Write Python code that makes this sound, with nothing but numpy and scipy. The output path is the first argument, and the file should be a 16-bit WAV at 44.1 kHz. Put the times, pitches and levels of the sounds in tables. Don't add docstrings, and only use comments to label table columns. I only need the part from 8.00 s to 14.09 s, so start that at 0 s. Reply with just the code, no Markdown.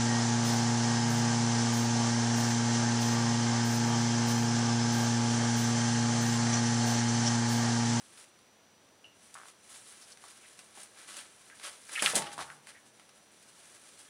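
import sys
import numpy as np
from scipy import signal
from scipy.fft import rfft, irfft, next_fast_len
from scipy.io import wavfile
from scipy.ndimage import map_coordinates

SR = 44100
rng = np.random.default_rng(int(sys.argv[2]) if len(sys.argv) > 2 else 0)


def digitize_waveform(pressure):
    field = np.atleast_2d(pressure).T
    bounded = np.clip(field, -1, 1)
    quanta = np.round(bounded * 32767).astype(np.int16)
    wavfile.write(sys.argv[1], SR, quanta)


N = 268566


def amp(db):
    return 10 ** (np.asarray(db) / 20)


def unit(x):
    return x / np.sqrt(np.mean(x ** 2) + 1e-20)


def along(points, hz):
    f, v = np.transpose(points)
    return np.interp(np.log(hz + 1), np.log(f + 1), v)


def wobble(rate):
    return map_coordinates(rng.standard_normal(int(N * rate / SR) + 4), [np.arange(N) * rate / SR])


def colour(x, spectrum, size=4096):
    gain = unit(amp(along(spectrum, np.fft.rfftfreq(size, 1 / SR))))
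    cepstrum = irfft(np.log(gain + 1e-6))
    cepstrum[1:size // 2] *= 2
    cepstrum[size // 2 + 1:] = 0
    return signal.fftconvolve(x, irfft(np.exp(rfft(cepstrum))))[:len(x)]


def fade(t, t60):
    return np.exp(-np.log(1000) * t / np.maximum(t60, 1e-4))


def add(track, s, sound):
    part = track[max(round(s * SR), 0):][:len(sound)]
    part += sound[:len(part)]


def grains(count, rate, spread_db, smooth):
    cracks = np.zeros(count)
    at = np.flatnonzero(rng.random(count) < rate / SR)
    sizes = amp(spread_db * np.clip(rng.standard_normal(len(at)), -2, 2))
    cracks[at] = sizes * rng.choice([-1, 1], len(at))
    return unit(unit(cracks) + smooth * rng.standard_normal(count))


# (frequency [Hz], T60 [s])
HALL_DECAY = [(150, 0.9), (1000, 0.42), (4000, 0.22), (12000, 0.17)]
def hall(x, wet_db, near_db=-6, near_t60=0.046):
    hz, t, noise = signal.stft(rng.standard_normal(SR // 2), SR, nperseg=256)
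    tail = signal.istft(noise * fade(t, along(HALL_DECAY, hz)[:, None]), SR, nperseg=256)[1]
    t = np.arange(len(tail)) / SR
    tail *= 1 - np.exp(-t / 0.0016)
    walls = grains(len(t), rate=1500, spread_db=6, smooth=0.79) * fade(t, near_t60) * (t > 0.002)
    response = amp(wet_db) * tail / np.linalg.norm(tail) + amp(near_db) * walls / np.linalg.norm(walls)
    response[0] += 1
    return signal.fftconvolve(x, response)


# (frequency [Hz], relative density [dB])
HUSH_SPECTRUM = [(25, -28), (60, -15.5), (100, -5), (140, -5.5), (300, -4), (620, -4), (900, -7),
                 (1400, -9.5), (4000, -13), (6000, -17), (10500, -20.5), (15500, -28)]
def background(hush_db=-63.7, hum_hz=216, hum_db=-77, whine_hz=5880, whine_db=-70):
    hush = amp(hush_db + 0.125 * wobble(4.3)) * colour(rng.standard_normal(N), HUSH_SPECTRUM)
    hum_gain = amp(hum_db + 0.47 * wobble(2.57))
    hum = np.sin(2 * np.pi * np.cumsum(hum_hz + 3 * wobble(3.6)) / SR)
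    whine_gain = amp(whine_db + 0.42 * wobble(7.8))
    whine = np.sin(2 * np.pi * np.cumsum(whine_hz + 1.42 * wobble(6.6)) / SR)
    return hush + hum_gain * hum + whine_gain * whine


# (time [s], relative level [dB])
BODY_DRAG = [(0, -62.5), (0.22, -64.5), (0.32, -73), (0.55, -82), (1.11, -79), (1.22, -64), (1.5, -63),
             (1.58, -77), (1.72, -59.5), (2.11, -60), (2.19, -71), (3.35, -64), (3.52, -61), (4.5, -59.5),
             (4.62, -70), (5.33, -68), (5.62, -61.5), (6.09, -60.5)]
# (peak time [s], length [s], relative level [dB], sheet over surface [dB])
PUSHES = [(0.2, 0.093, -55, -2.5), (1.735, 0.183, -56.5, -3), (1.876, 0.073, -55.5, -4.5),
          (2.294, 0.25, -58, 1), (2.484, 0.39, -62, 0), (2.794, 0.12, -52.5, 0), (2.99, 0.062, -57, 3.5),
          (3.1, 0.13, -53, 2.5), (3.184, 0.12, -50.5, 2), (3.663, 0.084, -46.5, 4), (3.947, 0.09, -43.5, 1),
          (4.059, 0.11, -33.5, 0), (4.171, 0.048, -32.5, -1), (4.232, 0.16, -60, 13),
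          (4.331, 0.022, -51, 2.5), (4.41, 0.052, -48, 7.5), (4.695, 0.06, -58.5, 6.5)]
def shifting(drag_sheet_db=-1, swell_share=0.44, roundness=1.363):
    t = np.arange(N) / SR
    drag_db = np.interp(t, *np.transpose(BODY_DRAG))
    surface, sheet = amp(drag_db) ** 2, amp(drag_db + drag_sheet_db) ** 2
    for peak, length, db, sheet_db in PUSHES:
        away = np.abs(t - peak) / (length * np.where(t < peak, swell_share, 1 - swell_share))
        push = amp(db) * np.exp(-away ** roundness)
        surface += push ** 2
        sheet += (amp(sheet_db) * push) ** 2
    return np.sqrt(surface), np.sqrt(sheet)


# (frequency [Hz], relative density [dB])
SURFACE_SPECTRUM = [(1500, -31), (3000, -6.5), (4800, -5.5), (7000, -3), (9000, 1), (10100, 1.5),
                    (11000, -6.5), (12600, -12.5), (15500, -26)]
# (frequency [Hz], relative density [dB])
SHEET_SPECTRUM = [(150, -26.5), (400, -5), (800, -5), (1350, 1), (1900, 0), (2700, -1.5), (4000, -3),
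                  (6000, -8.5), (10000, -39.5)]
def rustle(surface_db=1.5, sheet_db=-2.0, catches_per_s=1400, spread_db=3.5, flutter_db=1.6164):
    surface_gain, sheet_gain = shifting()
    clumps = unit(amp(flutter_db * (wobble(45) + 0.58 * wobble(170))))
    snags = grains(N, rate=60, spread_db=4.0, smooth=0)
    surface_force = clumps * unit(grains(N, catches_per_s, spread_db, smooth=1.0) + 0.12 * snags)
    sheet_force = clumps * unit(grains(N, catches_per_s, spread_db, smooth=0.96) + 0.28 * snags)
    surface = surface_gain * amp(surface_db) * colour(surface_force, SURFACE_SPECTRUM)
    sheet = sheet_gain * amp(sheet_db) * colour(sheet_force, SHEET_SPECTRUM)
    return hall(surface + sheet, wet_db=-12.5, near_db=-8.5)[:N]


def settling(per_s=2.0, level_db=-58, spread_db=1, sheet_db=0, count=40):
    times = np.cumsum(rng.exponential(1 / per_s, count))
    levels = level_db + spread_db * rng.standard_normal(count)
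    return [(s, db, sheet_db) for s, db in zip(times, levels) if s < N / SR]


# (time [s], relative level [dB], relative weight of the sheet [dB])
CREASES = [(0.174, -42.5, 4), (0.389, -50.5, 1), (1.3416, -36, -29.5), (1.4834, -39.5, -3),
           (2.1195, -44.5, -11), (2.1725, -44.5, -1), (2.2816, -43.5, -2), (2.5903, -37, -3.5),
           (2.832, -35.5, -24), (3.1681, -32.5, -11.5), (3.5974, -38.5, 2.5), (3.893, -35, 1.5),
           (4.0227, -14, -3.5), (4.154, -13.5, -22), (4.1616, -15.5, -28), (4.2211, -28.5, 2),
           (4.2684, -31.5, 19), (4.3162, -37, 11), (4.3795, -36.5, -10), (4.6699, -39, -2),
           (4.9961, -44, 3), (5.0915, -46, -2), (5.4259, -46.5, -12)]
def crinkles(crack_t60=0.016, crack_db=-6, spray_t60=0.2, spray_db=-22):
    out, t = np.zeros(N), np.arange(SR // 4) / SR
    envelope = amp(crack_db) * fade(t, crack_t60) + amp(spray_db) * fade(t, spray_t60)
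    for s, db, sheet_db in CREASES + settling():
        surface = colour(rng.standard_normal(len(t)), SURFACE_SPECTRUM)
        sheet = colour(rng.standard_normal(len(t)), SHEET_SPECTRUM)
        burst = envelope * unit(surface + amp(sheet_db + 3) * sheet)
        add(out, s + 0.0005, amp(db) * hall(burst, wet_db=-8, near_db=-8))
    return out


# (time [s], relative peak level [dB], frequency [Hz])
BUCKLES = [(0.241, -48, 2140), (2.239, -41.5, 980), (2.774, -44, 795), (3.19, -34.5, 2820),
           (3.499, -42, 1750), (4.06, -8.5, 2640), (4.069, -20, 1500), (4.378, -32, 880),
           (4.501, -34, 1570)]
def pops(rows, t60_cycles=3.6, gain_db=2):
    out, t = np.zeros(N), np.arange(SR // 20) / SR
    for s, db, hz in rows:
        displacement = np.sin(2 * np.pi * hz * t) * fade(t, t60_cycles / hz) * (1 - np.exp(-t * hz))
        velocity = np.diff(displacement)
        velocity *= amp(db + gain_db) / np.abs(velocity).max()
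        add(out, s + 0.001, hall(velocity, wet_db=-8.5, near_db=-6.5))
    return out


def slip_times(length, first_gap, growth=1.2, count=16):
    times = np.append(0, np.cumsum(first_gap * growth ** np.arange(count)))
    return times[times <= length]


def squeak(start_s=1.043, pitch_hz=2790, rise_s=0.002, first_db=-44.5, weaken=0.87, rasp_db=-17):
    out, t = np.zeros(N), np.arange(SR // 20) / SR
    swell = (t / rise_s * np.exp(1 - t / rise_s)) ** 2
    for k, s in enumerate(slip_times(length=0.066, first_gap=0.0082)):
        tone = np.sin(2 * np.pi * pitch_hz * (1 + 0.015 * rng.standard_normal()) * t)
        rasp = amp(rasp_db) * colour(rng.standard_normal(len(t)), SHEET_SPECTRUM)
        add(out, start_s + s, amp(first_db) / (k + 1) ** weaken * swell * (tone + rasp))
    return hall(out, wet_db=-4.5)[:N]


# (start [s], length [s], first gap [s], relative first peak [dB], frequency [Hz])
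SHEET_CREAKS = [(1.353, 0.11, 0.0062, -37.5, 1170), (4.39, 0.03, 0.0105, -28, 965)]
def creaking(loss_db_per_doubling=1.6, spread_db=1, detune=0.07):
    rows = []
    for start, length, first_gap, first_db, hz in SHEET_CREAKS:
        for k, s in enumerate(slip_times(length, first_gap)):
            db = first_db - loss_db_per_doubling * np.log2(k + 1) + spread_db * rng.standard_normal()
            rows.append((start + s, db, hz * np.exp(detune * rng.standard_normal())))
    return rows


# (time [s], length [s], resonance [Hz], level [dB])
CLAW_DRAGS = [(2.003, 0.053, 5100, -59.5), (2.116, 0.015, 5130, -52.5), (2.426, 0.041, 2200, -60),
              (3.498, 0.049, 1720, -57.5), (3.953, 0.021, 2450, -35), (3.969, 0.024, 1797, -36.5),
              (3.99, 0.018, 2850, -33), (4.069, 0.012, 1470, -32), (4.477, 0.06, 1380, -52),
              (4.74, 0.05, 1955, -59.5)]
def scrapes(half_width=0.181):
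    out = np.zeros(N)
    for s, length, hz, db in CLAW_DRAGS:
        t = np.arange(round(length * SR)) / SR
        slips = grains(len(t), rate=820, spread_db=1.5, smooth=0.24)
        band_hz = [hz * (1 - half_width), hz * (1 + half_width)]
        resonance = signal.butter(2, band_hz, "bandpass", fs=SR, output="sos")
        rasp = unit(signal.sosfilt(resonance, slips)) * np.sqrt(np.sin(np.pi * t / length))
        add(out, s, amp(db) * hall(rasp, wet_db=-10.0, near_db=-9.5))
    return out


# (time [s], relative level [dB])
BLOWS = [(2.773, -48.5), (4.022, -29), (4.133, -27), (4.164, -26), (4.38, -37)]
# (frequency [Hz], relative density [dB])
DOOR_SPECTRUM = [(30, -53), (70, -26), (120, -4), (200, -2.5), (330, -2), (600, 2), (900, 3), (1600, -19),
                 (4000, -54)]
# (frequency [Hz], relative level [dB], T60 [s])
BASKET_MODES = [(152.2, -5.5, 1), (209.3, 2.5, 0.339), (296, -6, 0.25), (417, 1.5, 0.31), (487, -4, 0.25),
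                (599, 4.5, .25), (818, 1.5, 0.83), (902, 1, 0.72), (1130, -2.5, 0.8), (1370, -3, 0.28),
                (1547, -14.5, 0.26), (2296, -12, 0.23), (2644, 3, .22)]
def basket_rattle(knock_db=-7, knock_t60=0.11, ring_db=-22, chatter_rad=0.03):
    out, t = np.zeros(N), np.arange(SR) / SR
    for s, db in BLOWS:
        knock = colour(rng.standard_normal(len(t)) * fade(t, knock_t60), DOOR_SPECTRUM)
        ring = np.zeros(len(t))
        for hz, mode_db, t60 in BASKET_MODES:
            envelope = amp(mode_db + rng.normal(0, 2.0)) * fade(t, t60)
            phase = 2 * np.pi * (hz * t + rng.random())
            chatter = chatter_rad * np.cumsum(rng.standard_normal(len(t)))
            ring += envelope * np.sin(phase + chatter)
        add(out, s, amp(db + knock_db) * hall(knock, wet_db=-8.5))
        add(out, s, amp(db + ring_db) * ring * (1 - np.exp(-t / 0.0027)))
    return out


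def landing(start_s=4.402, hz=78, gain_db=-54, rise_s=0.012, t60=0.203):
    out, t = np.zeros(N), np.arange(SR // 2) / SR
    envelope = fade(t, t60) * (1 - np.exp(-t / rise_s))
    add(out, start_s, amp(gain_db) * envelope * np.sin(2 * np.pi * hz * t))
    return out


def scene():
    paper = rustle() + crinkles() + pops(BUCKLES + creaking()) + scrapes()
    return (paper + basket_rattle() + landing() + squeak() + background())[None]


def record(dry, notch_hz=11850, half_width_hz=480, top_hz=15800):
    size = next_fast_len(N + SR // 2)
    hz = np.fft.rfftfreq(size, 1 / SR)
    notch = 1 - 1 / (1 + ((hz - notch_hz) / half_width_hz) ** 2)
    return irfft(rfft(dry, size) * notch * (hz < top_hz), size)[:, :N]


dry = scene()
out = record(dry)
digitize_waveform(out)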